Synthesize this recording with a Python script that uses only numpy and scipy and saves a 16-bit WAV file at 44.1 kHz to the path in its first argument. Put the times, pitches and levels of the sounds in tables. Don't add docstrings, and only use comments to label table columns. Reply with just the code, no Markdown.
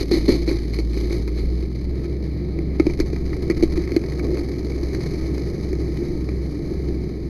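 import sys
import numpy as np
from scipy import signal
from scipy.fft import rfft, irfft, next_fast_len
from scipy.io import wavfile
from scipy.ndimage import uniform_filter1d

SR = 44100
rng = np.random.default_rng(int(sys.argv[2]) if len(sys.argv) > 2 else 0)


def voltage_ratio(level):
    return 10 ** (np.asarray(level, float) / 20)


def file_out(sig):
    cols = np.atleast_2d(sig).T
    lim = np.clip(cols, -1, 1)
    pcm = np.round(lim * 32767).astype(np.int16)
    wavfile.write(sys.argv[1], SR, pcm)


N = 321489
SIZE = next_fast_len(N + 8192)
TIME = np.arange(N) / SR

# (time [s], lift of the rumble [dB])
JOLTS = [
    (1.84, 9),
    (2.82, 8),
    (2.92, 10),
    (3.05, 18),
    (3.29, 6),
    (3.46, 8),
    (3.77, 5.5),
    (4.03, 7),
]
# (time [s], firing rate [Hz])
PUMP_SPEED = [
    (0, 56.7),
    (1.1, 56.7),
    (1.3, 58.0),
    (1.9, 64.4),
    (2.1, 65.6),
    (3.3, 65.4),
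    (4.3, 64.75),
    (7.29, 64.75),
]
# (time [s], mean level [dB], depth of the beat against the pump shaft [dB])
FIRING_TONE = [(0, -27.5, 0.5), (.34, -20.5, 2), (.66, -25.5, 0.5), (.82, -20.5, .1), (1.24, -24, 0.5),
               (1.49, -19.5, 1.5), (1.72, -26.5, -1.5), (1.9, -27.5, -4.5), (2.1, -26.5, 0.8),
               (3.0, -26, 1), (4.0, -27.5, 3), (4.8, -26.5, 1), (5.4, -27.5, 3.5), (7.29, -28, 4)]
# (multiple of firing rate [-], level at low speed [dB], at high speed [dB])
PUMP_ORDERS = [(.343, -55, -47), (.838, -55, -47), (1.667, -60, -41), (2.0, -38, -40.5), (2.318, -55, -36),
               (2.743, -50, -38.5), (3.086, -41.5, -43), (3.428, -48, -46), (3.77, -44, -55),
               (4.113, -47, -44), (4.457, -58, -43), (5.142, -41, -47)]
# (frequency [Hz], gain [dB]), from low to high
CASE_GAIN = [(25, -16.5), (80, -6.5), (140, -4), (230, -10.5), (345, 0.5), (430, -9), (560, -20.5),
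             (950, -29), (1020, -33.5), (1100, -25), (1180, -32.5), (1260, -24), (1420, -36), (1750, -26),
             (2250, -20), (2450, -30.5), (2750, -48.5), (2950, -40.5), (3400, -45.5), (3800, -38),
            (4200, -30), (5150, -34), (5450, -43.5), (6100, -36.5), (6600, -41), (7300, -54.5), (8000, -53),
            (8700, -58),
             (9300, -48), (9900, -45), (10550, -53.5), (10900, -45), (11800, -45), (12400, -59),
            (13200, -95), (13750, -51), (14500, -72), (15300, -78), (15600, -68), (16200, -74)]
# (time [s], tick [dB], thud minus tick [dB], fizz minus tick [dB])
DROPS = [(0.5124, -24, 9.5, -1), (0.943, -33, 6, 6), (0.9697, -32.5, 14.5, -1), (1.011, -32, 7, 10),
         (1.1072, -30, 11.5, -3), (1.1253, -23, -2, 3.5), (1.1817, -40.5, -3, 13), (2.589, -29, 9.5, -1),
         (2.8987, -23.5, 4, -3), (2.9357, -30, -5, 5.5), (2.9911, -27, 9, 2), (3.131, -28, 13.5, 2),
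         (3.1617, -24.5, -1, -5), (3.3308, -21.5, -8, -16), (3.838, -30, 4, 1), (3.876, -24, 4.5, -2),
         (3.8941, -30, 6, -11), (3.9187, -23.5, 6, 3), (4.0158, -31, -11, 3), (4.0388, -24.5, 6.5, -6),
         (4.1213, -22, -4, -3), (4.194, -16.5, -11, -7), (4.2504, -35, 13, -10), (4.354, -29.5, 8, -6),
         (4.3718, -18, -6, -5), (4.717, -29, -11, -11), (4.9483, -25.5, -8, -9), (5.7296, -29, 11, 5),
         (5.973, -29, 0, 4.5), (6.289, -25.5, 6, -2)]
# (time [s], tick [dB], thud minus tick [dB], fizz minus tick [dB], length [ms])
SPLASHES = [(0.113, -21.5, 14.5, 4.5, 55), (0.2805, -22.5, 14, 3.5, 60), (0.2872, -27.5, 24.5, 5, 16),
            (0.4762, -25.5, 14, 3.5, 45), (0.7354, -30, -25, 6.5, 33), (0.788, -28.5, 14, 10, 15),
            (1.2768, -24, 3, 2, 9.1), (1.374, -33, 9.5, 2, 34), (2.7978, -13.5, 10.5, -4, 6.9),
            (2.867, -20, 15, 2, 4.4), (3.0008, -16, 9, 5.5, 7.5), (3.499, -15.5, 8, -1, 12),
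            (3.6254, -27, 21.5, 11.5, 11.5), (3.634, -27, 23.5, 12, 4.4), (3.7754, -24, 11.5, 2, 3.4),
            (3.9636, -17.5, 13, 4.5, 4.8)]
# (arrival [s], fade [s], lift [dB])
SHEETS = [(0, 0.042, 15), (.14, 0.091, 13), (0.298, 0.1, 13), (.5, 0.066, 7), (.75, 0.046, 4),
          (.96, 0.21, 7), (1.12, 0.079, 5), (1.39, 0.13, 7), (1.598, 0.03, 1.5), (1.76, .05, 3.5),
          (1.97, 0.13, 0.5), (2.862, 0.043, 5.5), (3.33, .06, 3), (4.24, 0.21, 2), (4.94, .07, 4),
          (5.2, 0.054, 0.5), (6.04, 0.18, 1.5)]
# (time [s], level over the steady jet [dB])
FORCE = [(0, -5), (.45, -4), (.65, -3.5), (.9, -6.5), (1.2, -4.5), (1.5, -7), (1.7, -6), (2.0, -3),
         (2.4, -3), (2.75, -2.5), (3.1, -2.5), (3.6, 0), (4.1, -0.5), (4.5, -1), (5.3, 0.5), (5.7, -1.5),
         (6.6, -2), (7.29, -3.5)]
# (time [s], share of droplets near the case [0-1], cone width [0-1], mist [dB])
NOZZLE = [
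    (0, 1, 0.82, 9.5),
    (1.3, 0.53, 0.6, 4),
    (1.6, 0.82, 0.86, 4),
    (2.72, 0.1, 0.95, 0),
    (2.85, 1, 0.38, 1),
    (4.5, 0.85, 0.1, 0.6),
    (5.3, 0.71, 0, 0.2),
    (6.2, 0.33, 0.1, 0.1),
    (7.29, 0.32, 0.4, 0.2),
]

RUMBLE_DB, GUST_DB, JOLT_S = -41, 7, 0.053
BEAT_HZ, BEAT_TOP_S = 1.907, 5.84
LID_HZ, WET_LID_HZ, LID_WIDTH_HZ = 360, 331.4, 45
PORT_HZ, PORT_WIDTH_HZ = 2150, 480
SEAM_HZ, SEAM_WIDTH_HZ = 4180, 520
SPLASH_KNOCK, DROP_KNOCK, DROP_MS = 0.45, 0.62, 5.6
PORT_CLICK = 14
BODY_DB, SPLASH_DB, FINE_DB, SWAY_DB = -28.5, -52, -52.5, 0.64
SHEET_RISE = 0.21
SLUMP_S, SLUMP_LENGTH_S, SLUMP_DB = 4.3, 0.13, 7.5
OFFSET, HISS_DB = 0.0077, -80


def walk(rate):
    hold = int(SR / rate)
    steps = np.repeat(rng.standard_normal(N // hold + 1), hold)
    return 1.02 * uniform_filter1d(uniform_filter1d(steps, hold), hold)[:N]


def curves(table):
    s, *columns = np.transpose(table)
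    return [np.interp(TIME, s, c) for c in columns]


def band(f, lo_hz, hi_hz):
    below_top = 1 / (1 + (f / hi_hz) ** 12)
    above_bottom = 1 - 1 / (1 + (f / lo_hz) ** 12)
    return np.sqrt(below_top * above_bottom)


def unit(gain, f, lo_hz, hi_hz):
    return np.sqrt(np.sum(np.abs(gain[(f > lo_hz) & (f < hi_hz)]) ** 2) / len(f))


def case():
    hz, db = np.transpose(CASE_GAIN)
    f = np.fft.rfftfreq(SIZE, 1 / SR)
    log_gain = np.interp(np.log(f + 1), np.log(hz), db) * np.log(10) / 20
    cepstrum = irfft(log_gain, SIZE)
    cepstrum[1:SIZE // 2] *= 2
    cepstrum[SIZE // 2 + 1:] = 0
    return f, np.exp(rfft(cepstrum))


def passing_sheets():
    lift = 0
    for s, fade, db in SHEETS:
        length = fade * np.where(TIME < s, SHEET_RISE, 1)
        lift = lift + db * np.exp(-((TIME - s) / length) ** 2)
    return lift


def wind(f, sheets):
    jolts = sum(db * np.exp(-((TIME - s) / JOLT_S) ** 2) for s, db in JOLTS)
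    rumble_db = RUMBLE_DB + 1.06 * sheets + jolts + GUST_DB * walk(13)
    rumble = irfft(band(f, 5.4, 42) * rfft(rng.standard_normal(N), SIZE), SIZE)[:N]
    return voltage_ratio(rumble_db) * rumble / rumble.std()


def pump():
    (hz,), (tone_db, beat_db) = curves(PUMP_SPEED), curves(FIRING_TONE)
    tone_db = tone_db + beat_db * np.cos(2 * np.pi * BEAT_HZ * (TIME - BEAT_TOP_S))
    phase = 2 * np.pi * np.cumsum(hz) / SR
    fast = (hz - hz.min()) / np.ptp(hz)
    out = voltage_ratio(tone_db) * np.sin(phase)
    for multiple, slow_db, fast_db in PUMP_ORDERS:
        order_db = slow_db + fast * (fast_db - slow_db) + 1.8 * walk(5.7)
        out += voltage_ratio(order_db) * np.sin(multiple * phase + 2 * np.pi * rng.random())
    return np.sqrt(2) * out


def ring(push, hz, width_hz):
    r = np.exp(-np.pi * width_hz / SR)
    out = signal.lfilter([1, 0, -1], [1, -2 * r * np.cos(2 * np.pi * hz / SR), r * r], push)
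    return out / np.abs(out).max()


def mode_band(mode, order, lo_hz, hi_hz):
    sos = signal.butter(order, [lo_hz, hi_hz], "bandpass", fs=SR, output="sos")
    return signal.sosfilt(sos, mode[:N])


def drops(f, gain):
    tick, fizz, lid, port, seam = np.zeros((5, SIZE + 9000))
    t = np.arange(9000) / SR
    hits = [(*row, WET_LID_HZ, SPLASH_KNOCK) for row in SPLASHES]
    hits += [(*row, DROP_MS, LID_HZ, DROP_KNOCK) for row in DROPS]
    for s, tick_db, thud_db, fizz_db, ms, hz, knock in hits:
        start = int(s * SR)
        here = slice(start, start + len(t))
        lumps = voltage_ratio(3.2 * np.repeat(rng.standard_normal(60), 150) * (t > 0.003))
        spread = (1 - knock) * lumps * np.exp(-(t / (ms / 1000)) ** 1.05)
        spit = rng.standard_normal(len(t)) * (knock * np.exp(-t / 0.001) + spread)
        spit /= np.sqrt(np.mean(spit[:130] ** 2)) * 2.53
        push = 1.7 * knock * np.sin(2 * np.pi * 2 * hz * t) * (t < 0.5 / (2 * hz))
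        push += 0.91 * spread * rng.standard_normal(len(t))
        contact = PORT_CLICK * knock * (t == 0)
        sizzle = min(ms / 50, 1)
        tick[here] += voltage_ratio(tick_db) * spit
        fizz[here] += voltage_ratio(tick_db + fizz_db) * spit
        lid[here] += voltage_ratio(tick_db + thud_db) * ring(push, hz, LID_WIDTH_HZ)
        port[here] += voltage_ratio(tick_db) * ring(spit + contact, PORT_HZ, PORT_WIDTH_HZ)
        seam[here] += voltage_ratio(tick_db + fizz_db) * sizzle * ring(spit, SEAM_HZ, SEAM_WIDTH_HZ)
    tick, fizz = rfft(tick[:SIZE]), rfft(fizz[:SIZE])
    crack = voltage_ratio(-5.5) * band(f, 810, 2400) * tick / unit(gain, f, 1200, 2800)
    crack += voltage_ratio(-10.5) * band(f, 2730, 17000) * fizz / unit(gain, f, 2700, 7000)
    through = voltage_ratio(-50.0) * band(f, 6500, 16000) * fizz
    out = irfft(crack * gain + through, SIZE)[:N]
    out += voltage_ratio(0.5) * mode_band(lid, 2, 120, 480)
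    out += voltage_ratio(-5.0) * mode_band(port, 3, 1450, 2400)
    return out + voltage_ratio(-3.5) * mode_band(seam, 2, 3650, 4700)


def droplets(rate, spread_db):
    where, size = rng.random((int(rate * N / SR), 2)).T
    height = voltage_ratio(-spread_db * np.log(np.maximum(size, 0.03)))
    clicks = np.bincount((where * N).astype(int), height, N)
    decay = np.exp(-1 / (0.0035 * SR))
    patter = signal.lfilter([1], [1, -decay], clicks) * rng.standard_normal(N)
    return patter / patter.std()


def water_levels(sheets, mist):
    force, = curves(FORCE)
    body = BODY_DB + 0.87 * force + 0.68 * sheets - 0.14 * mist + SWAY_DB * walk(12)
    splash = SPLASH_DB + 1.73 * force + 0.84 * sheets + 0.13 * mist
    fine = FINE_DB + force + 0.96 * sheets + mist
    return body, splash, fine


def water(f, gain, sheets):
    near, cone, mist = curves(NOZZLE)
    body_db, splash_db, fine_db = water_levels(sheets, mist)
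    body_db = body_db - 20 * np.log10(unit(gain, f, 230, 480))
    splash_db = splash_db - 20 * np.log10(unit(gain, f, 1600, 2600))
    fine_db = fine_db - 20 * np.log10(unit(gain, f, 3600, 6800))
    surge, patter = walk(14), droplets(400, spread_db=3.0)
    slump_db = SLUMP_DB * np.exp(-((TIME - SLUMP_S) / SLUMP_LENGTH_S) ** 2)
    edges_hz = [45, 120, 230, 470, 700, 1020, 1420, 2750, 3500, 4600, 5450, 7300, 10550, 17000]
    out = 0
    for lo, hi in zip(edges_hz[:-1], edges_hz[1:]):
        place = np.interp(np.log(lo * hi) / 2, np.log([480, 1700, 4000]), [0, 1, 2])
        db = max(1 - place, 0) * body_db + (1 - abs(place - 1)) * splash_db + max(place - 1, 0) * fine_db
        if lo <= 200:
            db = 0.46 * db + 0.49 * db.mean()
        db = db + cone * np.interp(lo, [2750, 3500, 4600, 7300], [0.0, 0.5, -13.5, -5.5])
        db += {470: 1, 230: 0.5}.get(lo, 0) * slump_db
        wet = np.interp(place, [0, 1, 2], [0.15, 0.55, 0.62]) * near
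        flicker = voltage_ratio(1.7 * min(place + 0.13, 1) * np.sqrt(near) * surge + 0.65 * walk(25))
        rush = np.sqrt(1 - wet) * flicker * rng.standard_normal(N) + np.sqrt(wet) * patter
        out = out + band(f, lo, hi) * rfft(voltage_ratio(db) * rush, SIZE)
    return irfft(out * gain, SIZE)[:N]


def scene():
    f, gain = case()
    sheets = passing_sheets()
    mix = wind(f, sheets) + pump() + drops(f, gain) + water(f, gain, sheets)
    return mix[None]


def band_limit(x):
    return signal.sosfilt(signal.butter(12, 15800, fs=SR, output="sos"), x)


def record(dry):
    preamp = dry + OFFSET + voltage_ratio(HISS_DB) * rng.standard_normal(N)
    fade = np.minimum(np.arange(N)[::-1] / 100, 1)
    return band_limit(preamp * fade)


dry = scene()
out = record(dry)
file_out(out)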